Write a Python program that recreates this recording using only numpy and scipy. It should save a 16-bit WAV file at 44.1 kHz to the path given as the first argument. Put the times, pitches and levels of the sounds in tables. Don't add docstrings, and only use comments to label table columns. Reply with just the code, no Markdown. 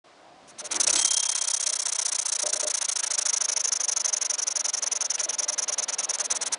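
import sys
import numpy as np
from scipy import signal
from scipy.fft import rfft, irfft, next_fast_len
from scipy.io import wavfile
from scipy.ndimage import map_coordinates

SR = 44100
rng = np.random.default_rng(int(sys.argv[2]) if len(sys.argv) > 2 else 0)


def persist_wave(psi):
    counts = np.round(np.clip(psi, -1, 1) * 32767).astype(np.int16)
    wavfile.write(sys.argv[1], SR, np.atleast_2d(counts).T)


N = 290178
RELEASE_S = .968
# freq_hz, level_db
RUSH_SPECTRUM = [(150, -35.5), (350, -23), (550, -3.5), (780, -3.5), (950, 4), (1150, -1), (1350, 2.5),
                 (1820, -1.5), (2030, 1.5), (2500, -1), (3300, -1), (4150, -1), (4800, -10.5), (6000, -34),
                 (9000, -40.5)]


def amp(db):
    return 10 ** (np.asarray(db) / 20)


def unit(x):
    return x / np.sqrt(np.mean(x ** 2) + 1e-20)


def curves(rows, t):
    times_s, *columns = np.transpose(rows)
    return [np.interp(t, times_s, column) for column in columns]


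def swell(t, centre_s, half_s):
    return np.exp(-np.abs((t - centre_s) / half_s) ** 3)


def wobble(rate_hz):
    knots = rng.standard_normal(int(N * rate_hz / SR) + 4)
    return map_coordinates(knots, [np.arange(N) * rate_hz / SR])


def filtered(x, response):
    size = next_fast_len(N + SR // 2)
    return irfft(rfft(x, size) * response(np.fft.rfftfreq(size, 1 / SR)), size)[:N]


def resonance(hz, centre_hz, width_hz):
    return 1j * hz * width_hz / (centre_hz ** 2 - hz ** 2 + 1j * hz * width_hz)


def shaped_noise(response):
    return unit(filtered(rng.standard_normal(N), response))


def noise(spectrum):
    freq_hz, level_db = np.transpose(spectrum)
    return shaped_noise(lambda hz: amp(np.interp(np.log(hz + 1), np.log(freq_hz), level_db)))


def band_noise(centre_hz, width_hz, stages=2):
    return shaped_noise(lambda hz: resonance(hz, centre_hz, width_hz) ** stages)


def speed_rps(t, friction_rps_per_s=.3722, drag_s=12.0):
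    # time_s, speed_rps
    spin_up = [(.3, 0), (.55, 5.57), (.66, 7.99), (.76, 11.1), (.88, 16.6), (.968, 16.935)]
    coast_s = np.maximum(t - RELEASE_S, 0)
    offset_rps = friction_rps_per_s * drag_s
    return (curves(spin_up, t)[0] + offset_rps) * np.exp(-coast_s / drag_s) - offset_rps


def deficit_rps(t):
    return 12 - np.maximum(speed_rps(t), 8.5)


def crank_times(t, angle_turns):
    turns = np.cumsum(speed_rps(t)) / SR - angle_turns
    return np.interp(np.arange(np.floor(turns[0]) + 1, turns[-1]), turns, t)


def room(t):
    # freq_hz, level_db
    spectrum = [(25, -24), (80, -21.5), (125, -13), (190, -16), (280, -3), (450, 0.5), (720, 6.5),
                (870, -4.5), (980, 4.5), (1400, -3), (2500, -7), (5000, -9.5), (10000, -22.5)]
    return amp(-54.5 + 1.3 * wobble(5.4)) * noise(spectrum)


def cord(t):
    # centre_s, level_db, half_length_s
    tugs = [(0.312, -62, .35), (0.772, -42, 0.038), (0.872, -47.5, 0.19), (0.965, -43, .03)]
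    # freq_hz, level_db
    tug_spectrum = [(60, -27), (130, -15), (220, -6.5), (290, 0), (340, 2.5), (430, -8), (600, -1),
                    (1000, -8), (2000, -11), (4000, -29)]
    rub = amp(-56) * np.exp(-((t - .31) / .14) ** 4) * band_noise(720, width_hz=240)
    tug = sum(amp(db) * swell(t, s, half_s) for s, db, half_s in tugs) * noise(tug_spectrum)
    strain = amp(-71) * swell(t, .81, .19) + amp(-53.5) * swell(t, .925, .068)
    heave = strain * noise([(15, -15), (33, -1), (55, -14), (110, -8), (220, -12), (400, -25)])
    early_low_rumble = amp(-64) * swell(t, .59, .51) * band_noise(190, width_hz=360)
    return rub + tug + heave + early_low_rumble


def camera_case(hz):
    # centre_hz, width_hz, gain_db
    modes = [(312, 13, -12), (480, 21, 6), (604, 27, 16), (704, 110, -32), (950, 180, -13.5),
             (1300, 200, -29)]
    return sum(amp(db) * resonance(hz, centre_hz, width_hz) for centre_hz, width_hz, db in modes)


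def running_gear(t, gain_db=-53, load_db=2.0, load_turns=.091):
    # freq_hz, level_db
    bearing_spectrum = [(40, -40.5), (100, -34.5), (200, -27.5), (290, -4.5), (370, -8.5), (460, 4.5),
                        (700, 4.5), (1000, 3), (2000, -8.5), (4000, -18.5), (6000, -48)]
    load = np.cos(2 * np.pi * (np.cumsum(speed_rps(t)) / SR - load_turns))
    onset = np.clip(t / RELEASE_S, 0, 1) ** 4
    level = onset * amp(gain_db + load_db * load + 1.6 * wobble(30))
    rubbing = amp(2 * deficit_rps(t)) * (noise(bearing_spectrum) + amp(-5) * noise(RUSH_SPECTRUM))
    hollow = amp(-3 + 1.2 * deficit_rps(t)) * shaped_noise(camera_case)
    return level * (rubbing + hollow)


def strokes(t, half_s, steepness, weak_db):
    flow = np.zeros(N)
    lag_turns = .385 + .004 * np.maximum(speed_rps(t), 10)
    for angle_turns, db, stretch in ((0, 0, 1), (lag_turns, weak_db, 1.06)):
        times_s = crank_times(t, angle_turns)
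        widths_s = stretch * half_s * (15 / np.maximum(speed_rps(times_s), 4)) ** .6
        scatter = rng.standard_normal((len(times_s), 3))
        for centre_s, width_s, (size, length, lean) in zip(times_s, widths_s, scatter):
            near = slice(max(int((centre_s - 4 * width_s) * SR), 0), int((centre_s + 4 * width_s) * SR))
            offset = (t[near] - centre_s) / (width_s * np.exp(.05 * length))
            flow[near] += amp(db + .74 * size + .9 * lean * offset) * np.exp(-np.abs(offset) ** steepness)
    return flow


def port_noise(centre_hz, width_hz):
    eddies = lambda: filtered(rng.standard_normal(N), lambda hz: 1 / (1 + (hz / width_hz) ** 2.68))
    phase = 2 * np.pi * centre_hz * np.arange(N) / SR
    return unit(eddies() * np.cos(phase) + eddies() * np.sin(phase))


def valves(t, leak_rps=10.3, side_whistle_db=5, side_fizz_db=-8):
    # time_s, gain_db, side (0 fizzier, 1 more whistle)
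    puff_levels = [(.7, -25, 0), (.88, -19.5, 0), (1.06, -22, 0.041), (1.4, -25.5, 0), (2.2, -25.5, 0.16),
                   (2.7, -25.5, 0), (3.2, -25, 0.45), (3.55, -26, 1), (4.4, -26.5, 1), (4.85, -27, 1),
                   (5.85, -25.5, 0.99), (6.3, -23.5, .45), (6.55, -22, 0)]
    # freq_hz, level_db
    fizz_spectrum = [(2500, -36), (3400, -4.5), (4200, 1.5), (4850, -4), (5400, 3), (7400, 3), (8200, 5),
                     (8800, 3.5), (9600, 7.5), (10200, -3.5)]
    gain_db, side = curves(puff_levels, t)
    leak_db = -10 * np.log10(1 + (leak_rps / np.maximum(speed_rps(t), 1)) ** 6.5)
    flow = strokes(t, half_s=.0088, steepness=5.0, weak_db=-2.5)
    ports = port_noise(6134, width_hz=687) + amp(-13) * port_noise(9700, width_hz=280)
    whistle = flow * amp(side_whistle_db * side) * ports
    fizz = flow * amp(side_fizz_db * side ** 2) * noise(fizz_spectrum)
    gentle_flow = strokes(t, half_s=.012, steepness=4.14, weak_db=-3.5)
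    rush = amp(-9.5 + .8 * deficit_rps(t) + .9 * wobble(350)) * gentle_flow * noise(RUSH_SPECTRUM)
    flutter_db = 1.5 * np.tanh(wobble(330))
    return amp(gain_db + leak_db + flutter_db) * (whistle + fizz + rush)


def workshop(x, wet_db=-7.5, t60_s=.082, cutoff_hz=1690):
    age_s = np.arange(SR // 3) / SR
    tail = rng.standard_normal(len(age_s)) * amp(-60 * age_s / t60_s) * (age_s > .003)
    wet = signal.fftconvolve(x, tail / np.linalg.norm(tail))[:N]
    return x + amp(wet_db) * filtered(wet, lambda hz: 1 / (1 + (hz / cutoff_hz) ** 3))


def knocks(times_s, peak_db, rattle, rattle_s):
    blows = np.bincount((times_s * SR).astype(int), amp(peak_db), N)[:N]
    decay = np.exp(-np.arange(SR // 4) / (rattle_s * SR))
    chatter = signal.fftconvolve(blows, decay)[:N] * rng.standard_normal(N)
    response = lambda hz: camera_case(hz) / (1 + 1j * hz / 1800) ** 2 * (1j * hz / (300 + 1j * hz)) ** 3
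    impulse_peak = np.abs(filtered(signal.unit_impulse(N), response)).max()
    return filtered(blows + rattle * chatter, response) / impulse_peak


def camera_bumps(t, rebound_s=.0215, shake_t60_s=.3):
    # start_s, level_db, rebound_loss_db
    bumps = [(.616, -33, 6), (.882, -29, 12), (1.672, -36, 1), (2.434, -23, 1.5), (2.533, -32, 0),
             (2.63, -24.5, 3.5), (5.261, -33, 4)]
    contacts = [(s + k * rebound_s, db - 4.5 - k * loss_db) for s, db, loss_db in bumps for k in range(3)]
    thumps = knocks(*np.transpose(contacts), rattle=.057, rattle_s=.0096)
    shake = sum((t >= s) * amp(db - 17 - 60 * np.maximum(t - s, 0) / shake_t60_s) for s, db, _ in bumps)
    return thumps + shake * band_noise(430, width_hz=360)


def clacks(t):
    # start_s, level_db, t60_s, centre_hz
    hits = [(.744, -19.5, 0.018, 4000), (0.889, -26.5, 0.033, 2500), (0.958, -20, 0.063, 4200),
            (.976, -29.5, 0.15, 4230), (5.18, -33, 0.17, 2740), (6.186, -22.5, 0.015, 6000)]
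    sound = np.zeros(N)
    for start_s, db, t60_s, centre_hz in hits:
        envelope = (t >= start_s) * amp(db - 60 * np.maximum(t - start_s, 0) / t60_s)
        sound += envelope * band_noise(centre_hz, width_hz=.63 * centre_hz, stages=1)
    return sound


def flywheel(t, attack_s=.0057):
    # pitch_hz, level_db, t60_s
    modes = [(3190, -32.5, 2), (3252, -38, 3.46), (6450, -31, 0.31), (7920, -26.5, 0.2), (7900, -22, 0.21)]
    age_s = np.maximum(t - RELEASE_S, 0)
    ring = sum(amp(db - 60 * age_s / t60_s + .67 * wobble(14)) * np.sin(2 * np.pi * hz * age_s)
               for hz, db, t60_s in modes)
    return (1 - np.exp(-age_s / attack_s)) * ring


def rocking(t):
    onset = np.clip(t - RELEASE_S, 0, 1)
    level_db = -70 + 3.5 * deficit_rps(t) + 1.3 * wobble(19)
    return onset * amp(level_db) * band_noise(255, width_hz=190)


def rod(t, angle_turns=.0501, scatter_db=2.0):
    times_s = crank_times(t, angle_turns)
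    times_s = times_s[times_s > RELEASE_S]
    peak_db = -42 + 1.5 * deficit_rps(times_s) + scatter_db * rng.standard_normal(len(times_s))
    return knocks(times_s, peak_db, rattle=.037, rattle_s=.012)


def scene():
    t = np.arange(N) / SR
    engine = workshop(valves(t) + flywheel(t))
    mix = engine + room(t) + cord(t) + clacks(t) + running_gear(t) + rocking(t) + rod(t) + camera_bumps(t)
    return mix[None]


def record(dry):
    cutoff_hz = 10150
    fade_in = np.clip((np.arange(N) / SR - .04) / .005, 0, 1)
    low_pass = lambda hz: amp(-50 * np.clip((hz - cutoff_hz) / 300 + .2, 0, 3))
    return filtered(dry[0] * fade_in, low_pass)[None]


dry = scene()
out = record(dry)
persist_wave(out)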